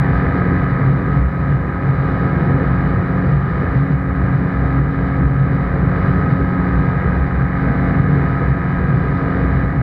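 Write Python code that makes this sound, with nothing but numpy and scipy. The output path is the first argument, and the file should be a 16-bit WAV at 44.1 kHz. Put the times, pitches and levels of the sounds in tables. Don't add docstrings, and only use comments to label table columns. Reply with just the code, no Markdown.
import sys
import numpy as np
from scipy import signal
from scipy.fft import rfft, irfft, next_fast_len
from scipy.io import wavfile
from scipy.ndimage import uniform_filter1d

SR = 44100
rng = np.random.default_rng(int(sys.argv[2]) if len(sys.argv) > 2 else 0)


def invert_db(level):
    return 10 ** (np.asarray(level, dtype=float) / 20)


def unload_wav(signal):
    wavfile.write(
        sys.argv[1],
        SR,
        np.round(np.clip(np.atleast_2d(signal).T, -1, 1) * 32767).astype(np.int16),
    )


N = 433062


def in_time(rows):
    s, *columns = np.transpose(rows)
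    return [np.interp(np.arange(N) / SR, s, c) for c in columns]


def drift(rate_hz):
    r = np.exp(-128 * np.pi * rate_hz / SR)
    settle = 4000
    slow = signal.lfilter([1], [1, -2 * r, r * r], rng.standard_normal(N // 64 + settle + 2))[settle:]
    return (slow - slow.mean()) / slow.std()


def fine(coarse):
    return np.interp(np.arange(N) / 64, np.arange(len(coarse)), coarse)


def noise(density):
    size = next_fast_len(N)
    hz = np.maximum(np.arange(size // 2 + 1) * SR / size, 1)
    white = rfft(rng.standard_normal(size))
    return irfft(white * np.sqrt(density(hz) * SR / 2), size)[:N]


def coloured(points):
    hz, db = np.transpose(points)

    def density(f):
        return invert_db(np.interp(np.log(f), np.log(hz), db, left=-200, right=-200)) ** 2
    return noise(density)


# (time [s], four-stroke cycle rate [Hz])
ENGINE_SPEED = [(0.0, 45.195), (0.8, 45.204), (1.2, 45.334), (2.0, 45.226), (3.2, 45.4), (4.2, 45.28),
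                (5.6, 45.37), (6.4, 45.285), (6.8, 45.155), (7.2, 45.18), (7.6, 45.066), (8.4, 45.117),
                (9.82, 45.115)]


def engine_speed():
    return in_time(ENGINE_SPEED)[0]


ORDER_LEVELS = [-44, -32.5, -28.5, -24, -38, -29, -50.5, -42, -69.5, -57.5, -45, -39, -55, -49.5, -42.5,
                -44, -48.5, -41, -58, -78, -47, -45, -51, -51, -73, -48.5, -40.5, -35.5, -59.5, -52, -61.5,
                -51.5, -60, -48, -57.5, -42, -57, -47.5, -47.5, -67.5, -56.5, -53.5, -58.5, -47, -60, -54,
                -67.5, -52.5, -62, -63, -69.5, -56.5, -73.5, -69.5, -68.5, -68]
# (time [s], level [dB])
CABIN_FLEX = [(0.0, -31.5), (0.02, -29.5), (1.2, -30), (1.39, -41), (1.45, -29), (1.75, -32.5), (3.25, -31),
              (3.36, -41.5), (3.85, -27.5), (6.04, -28.5), (6.83, -27.5), (7.08, -41), (7.11, -28.5),
              (9.16, -31), (9.19, -27.5), (9.82, -28.5)]


def engine(cycles, speed):
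    flex_order, rasp_from_order = 6, 34
    rasp = invert_db(0.17 + 13.5 * (speed.max() - speed))
    flex_db = in_time(CABIN_FLEX)[0]
    flex = invert_db(flex_db - flex_db.mean() + fine(1.6 * drift(7.0)))
    out = np.zeros(N)
    for order, db in enumerate(ORDER_LEVELS, start=1):
        phase = 2 * np.pi * (order * cycles + 0.59 * rng.random()) + fine(0.16 * drift(1.2))
        breath_db = 1.4 * drift(0.8)
        tone = np.sqrt(2) * fine(invert_db(db + breath_db)) * np.sin(phase)
        if order >= rasp_from_order:
            tone *= rasp
        elif order == flex_order:
            tone *= flex
        out += tone
    return out


# (multiple of shaft rate, rms level [dB])
BLADE_TONES = [
    (1, -45),
    (4, -33),
    (6, -29),
    (9, -42),
    (12, -44),
    (13, -48),
    (15, -42),
    (18, -43),
    (27, -53),
]


def propeller(cycles):
    turns_per_cycle = 0.5762
    shaft = 2 * np.pi * turns_per_cycle * cycles + fine(0.12 * drift(1.2))
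    out = np.zeros(N)
    for multiple, db in BLADE_TONES:
        level = fine(invert_db(db + 2.2 * drift(1.0)))
        out += np.sqrt(2) * level * np.sin(multiple * shaft + multiple)
    return out


# (time [s], level [dB])
SLIPSTREAM = [(0.0, 2), (0.5, 1.5), (1.15, 1), (1.7, -0.5), (2.3, 1), (3.2, 0.3), (4.0, 0.5), (4.8, -0.5),
              (5.6, -0.5), (5.85, -0.5), (6.05, 2), (6.6, 0.56), (7.45, -0.5), (7.75, 1.8), (8.4, 0.6),
              (9.0, -0.85), (9.45, 1.5), (9.82, -2)]


def slipstream_db():
    return in_time(SLIPSTREAM)[0]


def crank_throb(cycles):
    return invert_db(1.1 * np.sin(4 * np.pi * cycles))


# (frequency [Hz], level [dB per Hz])
LOW_ROAR = [(20, -66.5), (35, -69.5), (50, -54.5), (75, -45), (100, -42), (118, -46.5), (150, -43),
            (165, -43), (195, -51), (280, -49.5), (300, -54), (500, -55), (560, -63), (650, -61)]
# (frequency [Hz], level [dB per Hz])
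MID_ROAR = [(650, -64.5), (700, -60.5), (860, -65.5), (1100, -62), (1250, -56), (1420, -64.5),
            (1620, -60.5), (1900, -63), (2030, -72), (2180, -68.5), (2300, -77), (2480, -74.5),
            (2580, -86.5), (2720, -91)]


def slipstream_roar(cycles, throb):
    lead_cycles, pulse_db = 0.4, 0.3
    low = coloured(LOW_ROAR) * fine(invert_db(1.6 * drift(5.7)))
    pulse = invert_db(pulse_db * np.sin(2 * np.pi * (cycles + lead_cycles)))
    return low + coloured(MID_ROAR) * throb * pulse


# (frequency [Hz], level [dB per Hz])
LEAK_SPECTRUM = [(2600, -100), (2900, -83.5), (3150, -90), (3320, -95.5), (3450, -91), (3960, -88.5),
                 (4150, -93.5), (4400, -100), (4620, -92), (4750, -103), (4850, -100), (5350, -104),
                 (5600, -110), (6300, -118.5)]


def window_leak(cycles, throb, mid_db, drum_power):
    puff_db = 4.0 * fine(drum_power / drum_power.max())
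    level_db = 2 + 1.2 * mid_db + puff_db + fine(0.8 * drift(6.8))
    pulse = throb ** 0.4 * invert_db(0.28 * np.sin(2 * np.pi * cycles))
    return invert_db(level_db) * pulse * coloured(LEAK_SPECTRUM)


def gusts(rows):
    stretch = 0.89
    t = np.arange(N // 64 + 2) * 64 / SR
    power = np.zeros(len(t))
    for s, db, length in rows:
        power += invert_db(db) ** 2 * np.exp(-np.log(2) * (2 * (t - s) / (stretch * length)) ** 2)
    return power


def over_lull(power, lull_db, swing_db, rate_hz):
    lull = invert_db(lull_db + swing_db * drift(rate_hz)) ** 2
    return fine(10 * np.log10(power + lull))


def buffet(modes, level_db, even_s):
    def density(f):
        return sum(invert_db(db) ** 2 / (1 + (2 * (f - hz) / width) ** 2) ** 2 for hz, width, db in modes)
    ring = noise(density)
    power = uniform_filter1d(ring ** 2, max(int(even_s * SR), 1))
    return invert_db(level_db) * ring / np.sqrt(power + 0.071 * power.mean())


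# (time [s], peak level [dB], length [s])
BOOM_SWELLS = [(0.16, -16, 0.04), (0.84, -22, 0.1), (1.24, -11, 0.076), (1.96, -26, 0.039),
               (2.55, -18.5, 0.036), (2.77, -24, 0.077), (3.14, -27, 0.045), (3.35, -18.5, 0.08),
               (3.71, -20.5, 0.04), (3.98, -22, 0.06), (4.2, -17.5, 0.05), (4.6, -19, 0.085),
               (4.82, -17.5, 0.11), (4.99, -21, 0.037), (5.1, -22, 0.083), (5.26, -13.5, 0.065),
               (5.82, -18.5, 0.059), (6.42, -17, 0.054), (6.78, -15, 0.07), (7.07, -15.5, 0.038),
               (7.21, -14, 0.06), (7.39, -20.5, 0.15), (7.56, -22, 0.04), (7.68, -20, 0.05),
               (7.87, -23, 0.05), (8.5, -16.5, 0.066), (8.81, -16.5, 0.061), (9.13, -24.5, 0.07),
               (9.46, -14, 0.035), (9.58, -16.5, 0.15)]
# (frequency [Hz], width [Hz], level [dB])
BOOM_MODES = [
    (63.9, 7.8, 0.5),
    (60.2, 6, -4),
]


def cabin_boom(level_db):
    return buffet(BOOM_MODES, level_db - 0.7, even_s=0.07)


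# (time [s], peak level [dB], length [s])
DRUM_SWELLS = [(0.64, -13.5, 0.013), (0.9, -12, 0.077), (1.17, -12.5, 0.045), (1.53, -11.5, 0.059),
               (1.9, -13.5, 0.026), (2.36, -20.5, 0.028), (2.52, -14.5, 0.033), (3.34, -13.5, 0.06),
               (3.79, -12, 0.079), (3.93, -10.5, 0.039), (4.17, -19, 0.022), (4.37, -12.5, 0.041),
               (4.8, -14, 0.03), (5.26, -17, 0.031), (5.4, -13, 0.037), (5.54, -16, 0.036),
               (6.1, -13, 0.059), (6.33, -12, 0.032), (6.69, -14.5, 0.013), (6.88, -14.5, 0.042),
               (7.43, -14.5, 0.032), (8.01, -13, 0.05), (8.16, -15.5, 0.071), (8.31, -14.5, 0.034),
               (8.5, -15.5, 0.067), (8.72, -16.5, 0.017), (8.95, -16, 0.09), (9.53, -19, 0.05),
               (9.64, -15, 0.014), (9.79, -17.5, 0.027)]
# (frequency [Hz], width [Hz], level [dB])
DRUM_MODES = [
    (126.8, 4, -1.5),
    (136.8, 18, -1.5),
    (142.65, 0.96, 0),
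]


def panel_drum(level_db):
    return buffet(DRUM_MODES, level_db + 0.5, even_s=0.034)


def ducking(loud_db):
    above_db, share, attack_s, recover_db_per_s = -15.5, 0.75, 0.01, 8.5
    recovery = recover_db_per_s * np.arange(N) / SR
    over = share * np.maximum(loud_db - above_db, 0)
    held = np.maximum.accumulate(over + recovery) - recovery
    r = np.exp(-1 / (attack_s * SR))
    return -signal.lfilter([1 - r], [1, -r], held)


def scene():
    speed = engine_speed()
    cycles = np.cumsum(speed) / SR
    throb = crank_throb(cycles)
    boom_power, drum_power = gusts(BOOM_SWELLS), gusts(DRUM_SWELLS)
    boom_db = over_lull(boom_power, lull_db=-25.0, swing_db=3.0, rate_hz=10.0)
    drum_db = over_lull(drum_power, lull_db=-24.5, swing_db=4.0, rate_hz=10.0)
    gust_db = fine(10 * np.log10(boom_power + drum_power + 1e-9))
    mid_db = slipstream_db() + ducking(gust_db)
    hum = engine(cycles, speed) + propeller(cycles)
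    cabin = invert_db(mid_db) * (hum + slipstream_roar(cycles, throb))
    leak = window_leak(cycles, throb, mid_db, drum_power)
    shaken = cabin_boom(boom_db) + panel_drum(drum_db)
    return (cabin + leak + shaken)[None]


# (frequency [Hz], level [dB])
MIRROR_LEAK = [(13500, -38.5), (14000, -38.5), (14370, -42), (14730, -49), (14950, -61), (15190, -56.5),
               (15500, -72)]


def mirror_image(dry):
    folded = rfft(dry * np.cos(2 * np.pi * 16000 * np.arange(N) / SR))
    hz, db = np.transpose(MIRROR_LEAK)
    leak_db = np.interp(np.arange(N // 2 + 1) * SR / N, hz, db, left=-200, right=-200)
    return irfft(folded * invert_db(leak_db), N)


# (frequency [Hz], level [dB per Hz])
HISS_SPECTRUM = [(3000, -111), (6500, -111), (8000, -110.5), (10000, -113), (14000, -116), (15000, -118),
                 (15700, -128)]


def preamp_hiss():
    return invert_db(0.3 * slipstream_db()) * coloured(HISS_SPECTRUM)


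def low_pass(x):
    return signal.sosfilt(signal.butter(12, 15740, fs=SR, output="sos"), x)


def record(dry):
    rounded = 1.213 * np.tanh(dry / 1.197)
    fade = np.minimum((N - np.arange(N)) / 200, 1)
    mix = (rounded + mirror_image(dry) + preamp_hiss()) * fade
    return low_pass(mix)


dry = scene()
out = record(dry)
unload_wav(out)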